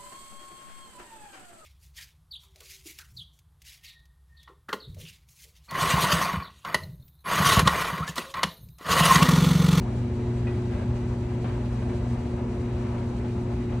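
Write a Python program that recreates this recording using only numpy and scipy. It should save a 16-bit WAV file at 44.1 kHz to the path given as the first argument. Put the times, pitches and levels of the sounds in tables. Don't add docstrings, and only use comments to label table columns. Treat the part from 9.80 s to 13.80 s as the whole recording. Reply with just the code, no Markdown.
import sys
import numpy as np
from scipy import signal
from scipy.fft import rfft, irfft
from scipy.io import wavfile

SR = 44100
rng = np.random.default_rng(int(sys.argv[2]) if len(sys.argv) > 2 else 0)


def dump(signal):
    limited = np.clip(np.atleast_2d(signal).T, -1, 1)
    pcm = np.round(limited * 32767).astype(np.int16)
    wavfile.write(sys.argv[1], SR, pcm)


N = 176400
TIME, FREQS = np.arange(N) / SR, np.fft.rfftfreq(N, 1 / SR)


def amp(db):
    return 10 ** (np.asarray(db) / 20)


def read(points, hz, column=1):
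    table = np.transpose(points)
    return np.interp(np.log(hz + 1), np.log(table[0] + 1), table[column])


def swell(curve):
    db = np.interp(TIME, *np.transpose(curve))
    return amp(db - db.mean())


def drift(rate_hz):
    white = rfft(rng.standard_normal(N // 100))
    slow = irfft(white / (1 + (FREQS[:len(white)] / rate_hz) ** 2) ** 2)
    return np.interp(TIME, np.linspace(0, N / SR, len(slow)), (slow - slow.mean()) / slow.std())


def lowpass(corner_hz):
    return 1 / (1 + (FREQS / corner_hz) ** 6)


def add(mix, start_s, sound):
    part = mix[..., round(start_s * SR):][..., :sound.shape[-1]]
    part += sound[..., :part.shape[-1]]


# frequency_hz, coherence, left_minus_right_db, left_lead_rad
EAR_FIELD = [(45, .9999, 0, 0), (120, .996, .6, .025), (350, .975, .7, .04), (450, .65, 0, 0),
             (620, .62, 4, -.1), (1000, .33, 3.6, 0), (1400, .36, 1.5, 0), (1600, .88, 0, .1),
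             (2050, .85, -.6, .1), (2600, .2, -1.2, .6), (3300, .24, 0, -.8), (3900, .35, -.3, -.2),
             (4700, .22, .5, -2.3), (5300, .38, 0, -1.9), (5850, .76, .2, -1), (7800, .73, 0, -1.25),
             (11000, .45, 0, -1), (15000, .3, 0, -1)]
def sides(hz):
    half = np.array([[.5], [-.5]])
    return amp(half * read(EAR_FIELD, hz, column=2)) * np.exp(1j * half * read(EAR_FIELD, hz, column=3))


def colour(pair, spectrum):
    coherence = read(EAR_FIELD, FREQS)
    mid, side = rfft(pair) * np.sqrt([(1 + coherence) / 2, (1 - coherence) / 2])
    ears = np.array([mid + side, mid - side]) * sides(FREQS)
    return irfft(ears * amp(read(spectrum, FREQS)), N) * np.sqrt(SR / 2)


# frequency_hz, density_db_per_hz
PANEL_SPECTRUM = [(10, -89), (23, -82), (31, -67), (44, -63), (60, -56), (85, -57), (118, -60), (131, -62),
                  (165, -64.5), (205, -56.5), (232, -62), (258, -61.5), (295, -66.5), (345, -66.5),
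                  (365, -64.5), (390, -68), (432, -66), (490, -75), (800, -92), (2000, -130)]
# time_s, relative_db
DEEP_ENVELOPE = [(0, 1), (.7, 5.5), (1.2, .5), (1.7, -2), (2.2, -5.5), (2.7, -1), (3.2, -4.5), (4, 0)]
def cabinet():
    rumble = colour(rng.standard_normal((2, N)), PANEL_SPECTRUM)
    deep = irfft(rfft(rumble) * lowpass(corner_hz=68), N)
    return rumble + deep * (swell(DEEP_ENVELOPE) - 1)


def ripple(depth_db=2.5, full_from_hz=2500):
    fine = signal.oaconvolve(rng.standard_normal((2, len(FREQS))), np.hanning(300)[None], "same")
    gain = amp(depth_db * fine / fine.std() * np.minimum(FREQS / full_from_hz, 1))
    return gain / np.sqrt(np.mean(gain ** 2))


# frequency_hz, density_db_per_hz
WATER_SPECTRUM = [(200, -102), (420, -80.5), (580, -72), (650, -75), (705, -72.5), (790, -81.5),
                  (845, -72.5), (915, -78), (960, -73.5), (1030, -77.5), (1100, -77.5), (1190, -80.5),
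                  (1550, -83.5), (1950, -85.5), (2600, -87.5), (3400, -94), (4700, -95), (5400, -100),
                  (6300, -99), (8000, -100.4), (9500, -105), (11500, -116.5), (15500, -123.5)]
# time_s, relative_db
WASH_ENVELOPE = [(0, 1.7), (.4, 0.5), (.9, 1.5), (1.45, 0.5), (2.1, 1.9), (2.7, 0.3), (3.15, 2.2),
                 (3.6, 0.5), (4, 1)]
CHURN_ENVELOPE = [(0, -1), (.06, 3), (.22, -0.5), (.35, -4.5), (.45, 1), (.57, -4), (.8, 0), (1.05, -0.5),
                  (1.25, -1.5), (1.42, -0.5), (1.53, -2), (1.9, -0.7), (2.0, 2), (2.2, -0.5), (2.31, 0.5),
                  (2.42, 1), (2.5, 0), (2.6, 3), (2.76, -0.5), (3.04, 2.3), (3.36, 1), (3.52, -2.5),
                  (3.7, 2.5), (3.88, -2), (4, 2.5)]
FIZZ_ENVELOPE = [(0, 2.8), (.35, 0.5), (.9, 2.4), (1.45, 1.3), (2.15, 2), (2.48, 2.3), (2.62, 1),
                 (3.2, 1.7), (4, 0)]
def water(wash_flicker_db=1.37, fizz_flicker_db=1.1, flicker_hz=22):
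    spectrum = rfft(colour(rng.standard_normal((2, N)), WATER_SPECTRUM)) * ripple()
    low, high = lowpass(corner_hz=1100), 1 - lowpass(corner_hz=3800)
    fizz = irfft(spectrum * high, N) * swell(FIZZ_ENVELOPE) * amp(fizz_flicker_db * drift(flicker_hz))
    churn = irfft(spectrum * low, N) * swell(CHURN_ENVELOPE)
    body = spectrum * (1 - low - high) + rfft(churn)
    octaves = np.log([500, 1000, 2000, 4000])
    bands = [np.interp(np.log(FREQS + 1), octaves, row) for row in np.eye(len(octaves))]
    wash = sum(irfft(body * band, N) * amp(wash_flicker_db * drift(flicker_hz)) for band in bands)
    return wash * swell(WASH_ENVELOPE) + fizz


# frequency_hz, density_db_per_hz
DROP_SPECTRUM = [(250, -105), (600, -75.5), (1100, -91), (2200, -96.5), (3500, -102), (8000, -110),
                 (12000, -128)]
def patter(drops_per_s=220, spread_db=1, decay_s=.019, responses=8):
    out, t = np.zeros((2, N)), TIME[:SR // 10]
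    for _ in range(responses):
        size = amp(spread_db * np.minimum(rng.exponential(1, N), 4))
        drops = size * (rng.random(N) < drops_per_s / responses / SR)
        response = rng.standard_normal((2, len(t))) * np.exp(-t / decay_s)
        out += signal.oaconvolve(drops[None], response, axes=1)[:, :N]
    return colour(out / out.std(), DROP_SPECTRUM)


# centre_s, sigma_s, level_db
SURGES = [(0.941, 0.019, -0.5), (1.01, 0.028, -2), (1.71, .035, -6.5), (2.06, 0.067, -11), (3.017, .03, -9),
          (3.2, 0.04, -12)]
# frequency_hz, density_db_per_hz
SURGE_SPECTRUM = [(300, -70.5), (620, -77), (1150, -84.5), (1650, -84), (2300, -84), (3300, -89.5),
                  (5000, -102), (9000, -112), (14000, -130)]
# centre_hz, width_hz, resonant_gain_db
CAVITY_MODES = [(587, 75, 0), (856, 120, 2), (1615, 80, 8)]
def sloshes():
    envelope = sum(amp(db) * np.exp(-((TIME - centre) / sigma) ** 2 / 2) for centre, sigma, db in SURGES)
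    surges = colour(envelope * rng.standard_normal((2, N)), SURGE_SPECTRUM)
    hollows = 1 + sum(amp(db) / (1 + ((FREQS - hz) * 2 / width) ** 2) for hz, width, db in CAVITY_MODES)
    return irfft(rfft(surges) * hollows, N)


# start_s, level_db, pitch_hz, decay_s
AIR_POCKETS = [(.054, -36, 623, 0.01), (.962, -37.5, 595, .018), (1.02, -34, 540, 0.015),
               (1.648, -40, 700, .016), (2.094, -40, 594, .014), (2.128, -39, 570, 0.013),
               (3.443, -37, 847, 0.016), (3.547, -36, 703, .006)]
def plops(rise_s=.002, glide_per_s=1.1):
    out, t = np.zeros((2, N)), TIME[:SR // 5]
    for start, db, hz, decay in AIR_POCKETS:
        envelope = amp(db) * np.minimum(t / rise_s, 1) * np.exp(-t / decay)
        cycles = hz * t * (1 + glide_per_s * t / 2) + rng.random()
        add(out, start, envelope * (sides(hz) * np.exp(2j * np.pi * cycles)).real)
    return out


# start_s, level_db, thud_decay_s, ring_relative_db, pitch_ratio
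IMPACTS = [(.39, -12.5, .04, -1.5, 0.94), (.668, -4, 0.04, 2, 1), (0.739, -13, 0.042, -7, 0.89),
           (1.155, -11, 0.036, -12, 0.87), (1.296, -13.5, 0.027, -13, 0.92), (1.641, -2.5, 0.044, -7, 0.93),
           (1.688, -6.5, .04, -14, .94), (1.971, -11.5, 0.014, -4, 1), (2.018, -9, 0.021, -22, 0.88),
           (2.094, -10.5, .02, 0, .92), (3.178, -13, 0.04, -18, 1), (3.444, -7.5, 0.033, -13, 0.96),
           (3.547, -12.5, 0.0097, -10, 1), (3.785, -15, 0.016, -5, 0.93), (3.92, -6, 0.034, -11, 0.74)]
# frequency_hz, density_db_per_hz
THUD_SPECTRUM = [(80, -60), (300, -59), (700, -66.5), (1200, -68.5), (1700, -77), (2400, -77.5),
                 (3300, -82), (5000, -94.5), (9000, -114), (14000, -135)]
# frequency_hz, level_db, t60_s
DRUM_MODES = [(824, -50, .3), (1130, -51, .25), (1620, -54, .25), (1949, -43, .36), (2487, -39, .14),
              (2660, -48, .12), (2800, -48, .1)]
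def bumps(rise_s=.0031):
    thud_power, ring, t = np.zeros(N), np.zeros((2, N)), TIME[:SR // 2]
    noise, rise = rng.standard_normal((2, N)), np.minimum(t / rise_s, 1)
    for start, db, decay, ring_db, pitch_ratio in IMPACTS:
        add(thud_power, start, (amp(db) * rise * np.exp(-t / decay)) ** 2)
        for hz, mode_db, t60 in DRUM_MODES:
            envelope = rise * amp(db + ring_db + mode_db - 60 * t / t60)
            mode = sides(hz) * np.exp(2j * np.pi * (pitch_ratio * hz * t + rng.random()))
            add(ring, start, envelope * mode.real)
    return colour(noise * np.sqrt(thud_power), THUD_SPECTRUM) + ring


# frequency_hz, level_db
DRIVE_SPECTRUM = [(38, -49.5), (56, -52), (72, -44), (84, -48.5), (102, -42), (116, -58.5), (130, -64),
                  (205, -61.5), (300, -64), (450, -69.5)]
# time_s, relative_db
SHAKE_ENVELOPE = [(0, -3.5), (.7, -2), (1.2, -1), (1.7, -4), (2.15, -2), (2.7, -3), (3.2, -2.5), (4, -4.5)]
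def drive(turn_hz=6.448, waver=.04, waver_hz=6.1):
    orders, turn = np.arange(6, 64), np.linspace(0, 1, 2048)
    hz = turn_hz * orders
    harmonics = np.exp(2j * np.pi * (np.outer(orders, turn) + rng.random((len(hz), 1))))
    one_turn = (sides(hz) * amp(read(DRIVE_SPECTRUM, hz))) @ harmonics
    shake = np.sqrt(2) * np.array([np.interp(TIME * turn_hz % 1, turn, ear.real) for ear in one_turn])
    return shake * (1 + waver * drift(waver_hz)) * swell(SHAKE_ENVELOPE)


def tone(hz, db, waver, rate_hz):
    wobble = 1 + waver * (drift(rate_hz) + 1j * drift(rate_hz))
    carrier = np.exp(2j * np.pi * (hz * TIME + rng.random()))
    return np.sqrt(2) * amp(db) * (sides(hz) * wobble * carrier).real


# level_db, waver_fraction
HUM_HARMONICS = [(-31.5, 0.11), (-35.5, 0.091), (-39.5, 0.12)]
# time_s, relative_db
FIRST_ENVELOPE = [(0.0, -29.5), (0.01, -32.5), (0.86, -31), (0.96, -39), (1.11, -28.5), (1.19, -32),
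                  (2.26, -34), (2.29, -28), (2.47, -38), (2.53, -32.5), (2.78, -35), (3.73, -32.5),
                  (3.83, -36.5), (4.0, -30.5)]
THIRD_ENVELOPE = [(0, -2), (.55, 0), (.72, 5), (1.1, -2.5), (1.78, 0.5), (1.96, -7.5), (2.13, 3),
                  (2.33, -7.5), (2.5, 0.5), (2.9, -0.5), (3.6, -0.5), (4, -0.5)]
# frequency_hz, level_db
WHINE_TONES = [(58.4, -42), (87.6, -48.5), (146, -56.5), (263, -55.5), (451, -63), (509, -59.5),
               (585, -63.5), (848, -64), (1952, -75.5), (3838, -78), (5765, -79.5), (5996, -89.5),
               (7826, -93)]
def motor(hum_hz=119.985):
    first, second, third = [tone(k * hum_hz, db, waver, rate_hz=6.1)
                            for k, (db, waver) in enumerate(HUM_HARMONICS, 1)]
    whine = sum(tone(hz, db, waver=.62, rate_hz=6.6) for hz, db in WHINE_TONES)
    return first * swell(FIRST_ENVELOPE) + second + third * swell(THIRD_ENVELOPE) + whine


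def scene():
    return cabinet() + water() + patter() + sloshes() + plops() + bumps() + drive() + motor()


def record(dry, fade_s=.006, cutoff_hz=15700):
    from_end_s = np.minimum(TIME, TIME[::-1])
    fades = np.sin(np.pi / 2 * np.minimum(from_end_s / fade_s, 1)) ** 2
    kernel = signal.firwin(511, cutoff_hz, window=("kaiser", 9), fs=SR)
    return signal.oaconvolve(dry * fades, kernel[None], "same")


dry = scene()
out = record(dry)
dump(out)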